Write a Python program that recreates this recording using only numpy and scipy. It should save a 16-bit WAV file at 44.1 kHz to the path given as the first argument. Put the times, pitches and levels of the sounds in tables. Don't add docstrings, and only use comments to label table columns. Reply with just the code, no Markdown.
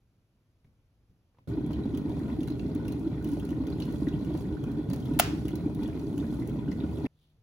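import sys
import numpy as np
from scipy import signal
from scipy.fft import rfft, irfft, next_fast_len
from scipy.io import wavfile
from scipy.ndimage import uniform_filter1d

SR = 44100
rng = np.random.default_rng(int(sys.argv[2]) if len(sys.argv) > 2 else 0)


def file_out(sig):
    cols = np.atleast_2d(sig).T
    lim = np.clip(cols, -1, 1)
    pcm = np.round(lim * 32767).astype(np.int16)
    wavfile.write(sys.argv[1], SR, pcm)


N = 327266
T = np.arange(N) / SR
SIZE = next_fast_len(N + SR, real=True) // 2 * 2
FREQS = np.arange(SIZE // 2 + 1) * SR / SIZE

BOIL_FROM_S, BOIL_TO_S, LEVER_S = 1.4735, 7.0708, 5.1971
EASE_DB_PER_S = 0.2
CHURN_DB, GURGLE_DB, SIMMER_DB, SPRAY_DB = -34, -36.5, -54.5, -6.5
SURGE_RATE = 14
CHURN_SURGE_DB, SIMMER_SURGE_DB, SPRAY_SURGE_DB = .5, 1.2, 2.2
ROOM_T60_S, ROOM_T60_TOP_S = 0.43, 0.26
ECHOES_MERGE_S = .05
SHARED_HZ, SHARED_LAG_SAMPLES, TOP_HZ = 6200, 8, 15900

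# start in seconds, thud level in dB,
# tick level in dB, tick pitch in Hz.
HAND_KNOCKS = [(0.645, -57, -66.5, 2200), (0.668, -68, -76, 2200), (1.095, -60, -82, 1700),
               (1.346, -75, -68.5, 1100), (1.371, -69, -69, 1100), (1.385, -59, -59.5, 1020)]
# start in seconds,
# steel disc level in dB, plastic rattle level in dB, decay in seconds.
SWITCH_STEPS = [(5.1903, -24.5, -26.5, 0.0067), (5.196, -7.5, -23.5, 0.0013), (5.1978, -14.5, -17, 0.0023),
                (5.2007, -20.5, -20, .0025)]
# pitch in Hz, level in dB,
# time to fall by 60 dB in seconds.
HOUSING_TONES = [(720, -5, .014), (1010, -19, .01), (1190, -21.5, .014), (1348, -16, .016),
                 (1860, -25, .024), (2290, -26.5, .022), (2710, -18, .024), (3100, -20.5, .028),
                 (3420, -24, .026), (4680, -27.5, 0.022), (5330, -27.5, .025), (5817, -28, .02),
                 (6700, -32, .03), (7500, -24.5, .022)]
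# pitch in Hz, level in dB,
# time to fall by 60 dB in seconds.
AFTER_RING_TONES = [(665, -39, 0.3), (866, -46, .25), (1254, -44, 0.43), (1370, -45, .38), (1650, -48, .3),
                    (1829, -48, 0.38), (2740, -45, .26), (2912, -48, .35), (4705, -48, 0.25),
                    (6600, -49, 0.23), (6700, -50, 0.27)]
# start in seconds, tick level in dB,
# splash level relative to the tick in dB.
SPAT_DROPS = [(1.6636, -53, -12), (1.7308, -55.5, 1), (1.9735, -43, -12), (2.0948, -55, -5),
              (2.406, -55, 4), (2.4317, -47.5, -4.5), (2.4754, -46, -8), (2.4834, -53.5, 0),
              (2.595, -55.5, 4.5), (2.7496, -47.5, -8), (2.8812, -44, -7.5), (2.922, -44.5, -8),
              (2.994, -53, -13), (3.2443, -44.5, -9), (3.2737, -54, -6), (3.288, -47, -14),
              (3.3166, -49, -12), (3.333, -49, -9), (3.397, -50, -6), (3.4508, -49, -5), (3.5053, -50, -4),
              (3.6685, -48, -4.5), (3.7013, -53, -2), (3.801, -43, -7.5), (3.821, -53.5, 7.5),
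              (3.8524, -51, -8), (3.9234, -48, -8), (4.0854, -64, 14), (4.247, -52, -4), (4.374, -49.5, -5),
              (4.4071, -54, -4), (4.6386, -50, -7), (4.9, -46, -7), (4.9332, -38, -8), (4.9606, -46, -12),
              (5.0018, -53.5, -3.5), (5.055, -50.5, -5), (5.4537, -49, -3), (5.482, -42, -6),
              (5.555, -42, -11), (5.6578, -59, -13), (5.7481, -49, -11), (5.8326, -52, 0.5),
              (5.8768, -50, -7), (6.1789, -45, -6.5), (6.3277, -57, -1), (6.397, -56, -1),
              (6.4743, -44.5, -22), (6.495, -54, -5), (6.7147, -64.5, 14)]
# time in seconds, level in dB.
SPRAY_COURSE = [(1.5, -59), (1.55, -77), (2.27, -65.5), (3.22, -67.5), (3.3, -58.5), (3.57, -65),
                (3.82, -59), (4.17, -63.5), (4.4, -58), (4.52, -67.5), (4.87, -68.5), (4.92, -59.5),
                (5.15, -61.5), (5.55, -62), (5.67, -64), (6.55, -61), (6.62, -71.5), (7.05, -59.5)]
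# start in seconds, level in dB, pitch in Hz.
BREAKING_BUBBLES = [(1.706, -35, 494), (1.734, -44.5, 3030), (1.855, -39, 480), (2.095, -40, 690),
                    (2.116, -38, 624), (2.168, -39.5, 560), (2.2007, -46, 1880), (2.281, -36.5, 637),
                    (2.2995, -45, 2000), (2.365, -42, 570), (2.4786, -46.5, 1470), (2.697, -38, 590),
                    (3.0518, -49.5, 1340), (3.267, -50, 710), (3.37, -39.5, 640), (3.3985, -48, 3120),
                    (3.5292, -48.5, 1850), (3.637, -38.5, 482), (3.669, -50, 3445), (3.7248, -47, 4050),
                    (3.8021, -47, 3660), (3.823, -40.5, 4100), (3.904, -41, 519), (3.935, -37.5, 493),
                    (4.0695, -39, 1890), (4.137, -47, 3057), (4.209, -41.5, 630), (4.304, -36, 636),
                    (4.35, -34, 495), (4.5689, -43.5, 1450), (4.6407, -47.5, 1350), (4.902, -33, 487),
                    (4.933, -35, 534), (5.025, -49, 3143), (5.06, -49.5, 3488), (5.489, -45, 2110),
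                    (5.516, -50, 3316), (5.597, -41, 600), (5.695, -40, 570), (5.858, -46, 3340),
                    (5.885, -40, 560), (6.201, -46, 3574), (6.242, -49, 1636), (6.4221, -46, 2000),
                    (6.557, -40.5, 554), (6.6786, -45.5, 1460), (6.718, -42, 1950), (6.8023, -47.5, 3640),
                    (6.972, -53, 3290), (7.043, -39, 747), (7.054, -42, 1750), (7.0598, -39, 2077),
                    (7.063, -42, 2550)]
# time in seconds, level in dB, pitch in Hz.
BIG_BUBBLES = [(1.578, -21, 287), (1.783, -24, 306), (1.855, -23, 276), (1.936, -19.5, 269.6),
               (2.057, -26.5, 311.5), (2.213, -23, 300), (2.386, -24, 307), (2.41, -24, 272),
               (2.5, -25.5, 298), (2.553, -27.5, 136.7), (2.65, -20.5, 289), (2.66, -28.5, 128.7),
               (2.754, -22.5, 287), (2.905, -26.5, 261), (3.066, -19, 304.5), (3.125, -23.5, 159.6),
               (3.256, -25, 324), (3.325, -24, 280), (3.514, -20.5, 285), (3.677, -27, 252),
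               (4.019, -20.5, 291.3), (4.072, -18.5, 291.4), (4.136, -22, 156), (4.138, -25.5, 309),
               (4.285, -26.5, 158.7), (4.311, -24.5, 318), (4.344, -23, 313), (4.771, -26, 205.7),
               (4.789, -21, 300.4), (4.887, -29, 135.4), (5.111, -22, 284), (5.164, -20.5, 290),
               (5.246, -29.5, 104.7), (5.332, -22.5, 302), (5.448, -24.5, 298), (5.529, -24.5, 315.4),
               (5.66, -17, 289), (5.791, -24, 300), (5.988, -25, 288), (6.137, -23, 293), (6.245, -25, 221),
               (6.303, -24, 253.4), (6.39, -23, 281), (6.68, -21.5, 278.5), (6.692, -23, 189),
               (6.835, -24, 294.6), (7.043, -20.5, 264)]

# pitch in Hz, width in Hz, lift in dB.
WATER_RESONANCES = [(72.3, 6.7, 4), (154, 28, 2.5), (300, 25, 3.5), (399.6, 43, 6)]
# pitch in Hz, width in Hz, lift in dB.
JUG_RESONANCES = [(1462, 100, 10), (1880, 90, 6.9), (2472, 300, 6.5), (3420, 200, 4.6), (4130, 130, 4.2)]
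# pitch in Hz, width in Hz, lift in dB.
GLASS_RESONANCES = [(3103, 52, 3.3), (5160, 130, 2.4), (5990, 180, 2.4), (6940, 98, 4), (10350, 200, 7.1)]
# pitch in Hz, width in Hz, lift in dB.
DISC_RESONANCES = [(11600, 630, 1), (15650, 490, 5.5)]

# frequency in Hz, relative level in dB.
ROOM_SPECTRUM = [(15, -54), (25, -13.5), (54, -4), (112, -2.5), (146, -11.5), (186, -12), (856, -30),
                 (2130, -36.5), (2300, -34.5), (10600, -46), (13100, -42), (15000, -56)]
# frequency in Hz, relative level in dB.
DISC_SPECTRUM = [(3000, -33), (7000, -17.5), (9000, -4.5), (11000, -9), (13500, -10), (15600, -7)]
# frequency in Hz, relative level in dB.
RATTLE_SPECTRUM = [(400, -22), (900, -3), (1400, -3), (2100, -4), (2900, -3), (4000, -7.5), (5000, -6),
                   (6400, -9), (7500, -7), (9000, -20.5), (15600, -30)]
# frequency in Hz, relative level in dB.
SPRAY_SPECTRUM = [(900, -22.5), (1800, -3.5), (3500, 2), (6000, -4.5), (7800, 2.5), (8800, 0.5),
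                  (11500, -3.5), (14200, 5), (16000, -5)]
# frequency in Hz, relative level in dB.
TICK_SPECTRUM = [(2000, -22.5), (4500, -12.5), (6200, -3), (8000, -4.5), (10500, -1.5), (13000, -3),
                 (15000, 2), (16000, -1)]
# frequency in Hz, relative level in dB.
SPLASH_SPECTRUM = [(500, -18), (1000, -1), (2000, 1.5), (3400, 0.5), (5000, -3), (6500, -4), (9000, -18)]
# frequency in Hz, relative level in dB.
SIMMER_SPECTRUM = [(300, -25.5), (520, 1.5), (700, -7), (950, -3), (1200, -11.5), (1700, -20), (2100, -17),
                   (2700, -23), (3400, -18.5), (4800, -26.5), (7700, -39.5), (16000, -42)]
# frequency in Hz, relative level in dB.
RUMBLE_SPECTRUM = [(25, -33), (40, -36.5), (55, -5.5), (70, -4.5), (90, -9), (120, -4.5), (200, -9),
                   (260, -7), (310, -5), (360, -19), (420, -15.5), (500, -25.5), (800, -32), (2000, -83)]
# frequency in Hz, relative level in dB.
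GURGLE_SPECTRUM = [(60, -12), (130, -2.5), (200, -1), (260, 1), (320, 3), (360, -7.5), (420, -6.5),
                   (490, -23), (700, -31)]
# frequency in Hz, relative level in dB.
THUD_SPECTRUM = [(30, -10.5), (70, 0.0), (140, -2), (300, -12), (900, -40), (4000, -48)]
HAND_TICK_SPECTRUM = [(400, 2), (3000, -7), (12000, -35)]
SWISH_SPECTRUM = [(1800, -27), (3500, -3), (6000, -21)]
CRACK_SPECTRUM = [(350, -22.0), (600, 2.0), (1000, -6), (1500, -15), (3500, -21.5), (7000, -33.5)]

# frequency in Hz, correlation from 0 to 1.
SIDE_LIKENESS = [(60, .97), (130, .96), (290, .9), (640, .88), (1400, .4), (2400, 0), (5500, 0), (6500, 1)]
# frequency in Hz, share from 0 to 1.
TREBLE_SHARE = [(SHARED_HZ - 500, 0), (SHARED_HZ + 300, 1)]


def undb(db):
    return 10 ** (np.asarray(db) / 20)


def unit(x):
    return x / np.sqrt(np.mean(x ** 2))


def across(points):
    hz, value = np.transpose(points)
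    return np.interp(np.log(FREQS + 1), np.log(hz), value)


def colour(x, points, modes=()):
    db = across(points)
    for hz, width, lift in modes:
        db = db + lift / (1 + (2 * (FREQS - hz) / width) ** 2)
    cepstrum = irfft(np.log(unit(undb(db))))
    cepstrum[1:SIZE // 2] *= 2
    cepstrum[SIZE // 2 + 1:] = 0
    return irfft(rfft(x, SIZE) * np.exp(rfft(cepstrum)))[:N]


def add(out, s, sound):
    start = min(max(int(s * SR), 0), N)
    out[start:start + len(sound)] += sound[:N - start]


def scatter(count, mean_db, range_db, low, high):
    when, size, other = rng.random((count, 3)).T
    times = (np.arange(count) + when) / count * T[-1]
    levels = mean_db + range_db * (size - .5)
    return list(zip(times, levels, low + (high - low) * other))


def surge(depth_db):
    hold = int(SR / SURGE_RATE)
    steps = np.repeat(rng.standard_normal(N // hold + 1), hold)
    smooth = uniform_filter1d(uniform_filter1d(steps, hold), hold // 2)
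    return undb(depth_db * unit(smooth)[:N])


def burst(decay_s):
    t = T[:SR // 4]
    return rng.standard_normal(len(t)) * np.exp(-t / decay_s)


def pops(rate, spread_db):
    happens = rng.random(N) < rate / SR
    size = undb(spread_db * np.minimum(rng.exponential(size=N), np.pi))
    return unit(happens * size * rng.choice([-1, 1], N))


def ring(modes, contact_s):
    t = T[:SR // 2]
    push = 1 - np.exp(-(t / contact_s) ** 2)
    tones = sum(undb(db) * np.sin(2 * np.pi * hz * t) * np.exp(-np.log(1000) * t / t60)
                for hz, db, t60 in modes)
    return -push * tones


def even(x, smooth_hz=90):
    spectrum = rfft(x, SIZE)
    power = np.abs(spectrum) ** 2
    ripple = uniform_filter1d(power, int(smooth_hz * SIZE / SR)) / power.mean()
    started = np.cumsum(np.abs(x)) > 0
    return irfft(spectrum / np.sqrt(ripple + 1e-6))[:N] * started


def bubble(hz, cycles, glide=.07):
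    t = T[:int(6 * cycles / hz * SR)]
    age = t * hz / cycles
    envelope = (1 - np.exp(-t * hz * 2)) * np.exp(-age)
    return envelope * np.sin(2 * np.pi * hz * t * (1 + glide * np.minimum(age, 2) / 2))


def plinks(count, low_hz, high_hz, cycles, glide, falloff, spread_db):
    out = np.zeros(N)
    for when, pitch, size in rng.random((count, 3)):
        hz = low_hz * (high_hz / low_hz) ** pitch
        strength = undb(-spread_db * np.log(size + .03))
        add(out, when * T[-1], strength * (low_hz / hz) ** falloff * bubble(hz, cycles, glide))
    return unit(out)


def swell(hz, swell_s, rise, turn, overtone_db=-31):
    t = T[:int(10 * swell_s * SR)]
    shape = (t / (2 * swell_s)) ** 2 * np.exp(2 - t / swell_s)
    phase = 2 * np.pi * (hz * (np.exp(rise * (t - 2 * swell_s)) - 1) / rise + turn)
    return shape * np.sin(phase) + undb(overtone_db) * shape ** 2 * np.sin(2 * phase)


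def widen(x, scatter_s=0.003, width=1):
    echoes = burst(scatter_s)
    echoes /= np.sqrt(np.sum(echoes ** 2))
    share = np.clip(width * (1 - across(SIDE_LIKENESS)) / 2, 0, 1)
    spectrum = rfft(x, SIZE)
    mid = irfft(spectrum * np.sqrt(1 - share))[:N]
    side = irfft(spectrum * rfft(echoes, SIZE) * np.sqrt(share))[:N]
    return np.array([mid + side, mid - side])


def kitchen(x, wet_db, width):
    t = T[:SR * 2 // 3]
    density = np.clip((t / ECHOES_MERGE_S) ** 2, 1 / 100, 1)
    happens = rng.random((2, len(t))) < density
    noise = rng.choice([-1, 1], (2, len(t))) * happens / np.sqrt(density)
    low = signal.sosfilt(signal.butter(1, 3500, fs=SR, output="sos"), noise)
    tail = low * np.exp(-np.log(1000) * t / ROOM_T60_S)
    tail += .5 * (noise - low) * np.exp(-np.log(1000) * t / ROOM_T60_TOP_S)
    tail *= np.clip(t / 0.0024, 0, 1)
    tail /= np.sqrt(np.mean(np.sum(tail ** 2, axis=1)))
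    echoes = signal.fftconvolve(x[None], tail, axes=1)[:, :N]
    return widen(x, width=width) + undb(wet_db) * echoes


def quiet_room(tone_db=-68, hum_db=-69, hum_hz=151, swish_db=-77, swish_s=7.24):
    thuds, ticks = np.zeros(N), np.zeros(N)
    for s, thud_db, tick_db, hz in HAND_KNOCKS:
        add(thuds, s, undb(thud_db) * burst(decay_s=0.039))
        tick = colour(burst(decay_s=0.0064), HAND_TICK_SPECTRUM, [(hz, 600, 12)])
        add(ticks, s, undb(tick_db) * tick)
    thuds = colour(thuds, THUD_SPECTRUM)
    hum = undb(hum_db) * np.sin(2 * np.pi * hum_hz * T) * (T > BOIL_TO_S)
    swish = colour(pops(rate=1100, spread_db=-1.0), SWISH_SPECTRUM)
    swish *= undb(swish_db) * np.exp(-((T - swish_s) / 0.098) ** 2)
    tone = undb(tone_db) * colour(rng.standard_normal(N), ROOM_SPECTRUM)
    return widen(tone + thuds + ticks + hum + swish, scatter_s=.04)


def switch(knock_db=1.5, after_db=-3.0):
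    steel, plastic, knock, after = np.zeros((4, N))
    for s, disc_db, rattle_db, decay_s in SWITCH_STEPS:
        add(steel, s, undb(disc_db) * burst(decay_s))
        add(plastic, s, undb(rattle_db) * burst(decay_s))
    add(knock, LEVER_S, undb(knock_db) * ring(HOUSING_TONES, contact_s=0.00028))
    add(after, LEVER_S, undb(after_db) * ring(AFTER_RING_TONES, contact_s=0.0046))
    knock = signal.sosfilt(signal.butter(6, 570, "high", fs=SR, output="sos"), knock)
    steel = colour(even(steel), DISC_SPECTRUM, DISC_RESONANCES)
    plastic = colour(even(plastic), RATTLE_SPECTRUM)
    click = kitchen(steel, wet_db=-17, width=.8) + kitchen(plastic, wet_db=-6.5, width=1.0)
    return click + kitchen(knock, wet_db=-19, width=0.35) + widen(after)


def spray(spray_db, steady_db=-77):
    tiny = plinks(count=15000, low_hz=3500, high_hz=15500, cycles=12, glide=.01, falloff=-.8, spread_db=2)
    fizz = unit(tiny + rng.standard_normal(N))
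    droplets = plinks(count=5000, low_hz=4000, high_hz=15500, cycles=8, glide=.01, falloff=.4,
                      spread_db=2.5)
    flurry = unit(droplets + fizz) * undb(spray_db) * surge(SPRAY_SURGE_DB)
    return colour(flurry + fizz * undb(steady_db), SPRAY_SPECTRUM, GLASS_RESONANCES)


def spits(tick_db=-1, fizz_db=-5.0, splash_db=-1, splash_s=0.0087):
    ticks, splashes = np.zeros(N), np.zeros(N)
    rows = SPAT_DROPS + scatter(count=24, mean_db=-55.5, range_db=4.5, low=-9.5, high=2)
    for (s, db, body_db), pitch in zip(rows, rng.random(len(rows))):
        crack = burst(decay_s=.002)
        add(ticks, s, undb(db + tick_db) * crack + undb(db + fizz_db) * burst(decay_s=.006))
        splash_gain = undb(db + body_db + splash_db)
        add(splashes, s, splash_gain * burst(decay_s=splash_s))
        add(splashes, s, splash_gain * bubble(2600 * 2 ** pitch, cycles=12, glide=.02))
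    ticks = colour(ticks, TICK_SPECTRUM, GLASS_RESONANCES)
    return ticks + colour(splashes, SPLASH_SPECTRUM, GLASS_RESONANCES)


def simmer(simmer_db, rumble, clump=0.65):
    heave = unit(np.sqrt(uniform_filter1d(rumble ** 2, SR // 90) + 1e-12))
    blips = plinks(count=5800, low_hz=480, high_hz=7000, cycles=6, glide=.03, falloff=-1, spread_db=3)
    water = blips + 1.6 * rng.standard_normal(N)
    water = water * np.minimum(heave, np.sqrt(2)) ** clump
    return unit(colour(water, SIMMER_SPECTRUM, JUG_RESONANCES)) * undb(simmer_db)


def bursts(trim_db=2.0, ring_s=0.0035, daughter_db=-9, scatter_s=.013, crack_db=-9, count=6):
    out, cracks = np.zeros(N), np.zeros(N)
    glugs = scatter(count=8, mean_db=-45, range_db=6, low=540, high=760)
    plips = scatter(count=12, mean_db=-50.5, range_db=4.0, low=1400, high=4200)
    rows = BREAKING_BUBBLES + glugs + plips
    for (s, db, hz), daughters in zip(rows, rng.random((len(rows), count, 3))):
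        add(cracks, s, undb(db + crack_db) * burst(decay_s=0.0083))
        add(out, s, undb(db + trim_db) * bubble(hz, ring_s * hz, glide=0.024))
        for late, pitch, size in daughters:
            own_hz = hz * 2 ** (.7 * (pitch - .45))
            daughter = bubble(own_hz, ring_s * own_hz, glide=0.02)
            add(out, s + late * scatter_s, undb(db + daughter_db) * size * daughter)
    return out + colour(cracks, CRACK_SPECTRUM)


def churn(churn_db):
    rumble = unit(colour(pops(rate=300, spread_db=0.5), RUMBLE_SPECTRUM, WATER_RESONANCES))
    rumble /= np.sqrt(uniform_filter1d(rumble ** 2, SR // 10) + 0.0087)
    return rumble * undb(churn_db)


def gurgle(gurgle_db, cycles=1.3, slide=9):
    out = np.zeros(N)
    rows = scatter(count=520, mean_db=0, range_db=5.5, low=105.1, high=430.5)
    for (s, db, hz), (length, bend, turn) in zip(rows, rng.random((len(rows), 3))):
        swell_s = cycles * (.5 + length) / hz
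        add(out, s, undb(db) * swell(hz, swell_s, slide * (2 * bend - 1), turn))
    return unit(colour(out, GURGLE_SPECTRUM)) * undb(gurgle_db)


def blubs(swell_s=0.00328, rise=1.2, trim_db=-1):
    out = np.zeros(N)
    for (s, db, hz), turn in zip(BIG_BUBBLES, rng.random(len(BIG_BUBBLES))):
        add(out, s - .001, undb(db + trim_db) * swell(hz, swell_s, rise, turn))
    return out


def scene():
    ease_db = -EASE_DB_PER_S * np.maximum(T - LEVER_S, 0)
    rolling = churn(CHURN_DB) + gurgle(GURGLE_DB + ease_db)
    rumble = rolling * surge(CHURN_SURGE_DB) + blubs()
    around = (churn(CHURN_DB - 17.5) + gurgle(GURGLE_DB - 11)) * np.array([[1], [-1]])
    spray_db = SPRAY_DB + np.interp(T, *np.transpose(SPRAY_COURSE))
    surface = simmer(SIMMER_DB, rumble) * surge(SIMMER_SURGE_DB)
    surface = surface + bursts() + spray(spray_db) + spits()
    kettle = rumble + around + kitchen(surface, wet_db=-9.5, width=0.99) + switch()
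    heard = np.clip(np.minimum(T - BOIL_FROM_S, BOIL_TO_S - T) / 0.0016, 0, 1)
    return kettle * heard * undb([[-.3], [.3]]) + quiet_room()


def record(dry):
    spectrum = rfft(dry, SIZE)
    lag = np.exp(-2j * np.pi * FREQS * np.array([[SHARED_LAG_SAMPLES], [0]]) / SR)
    share = across(TREBLE_SHARE)
    both = irfft((1 - share) * spectrum + share * lag * spectrum[1])[:, :N]
    return signal.sosfilt(signal.ellip(8, .2, 70, TOP_HZ, fs=SR, output="sos"), both)


dry = scene()
out = record(dry)
file_out(out)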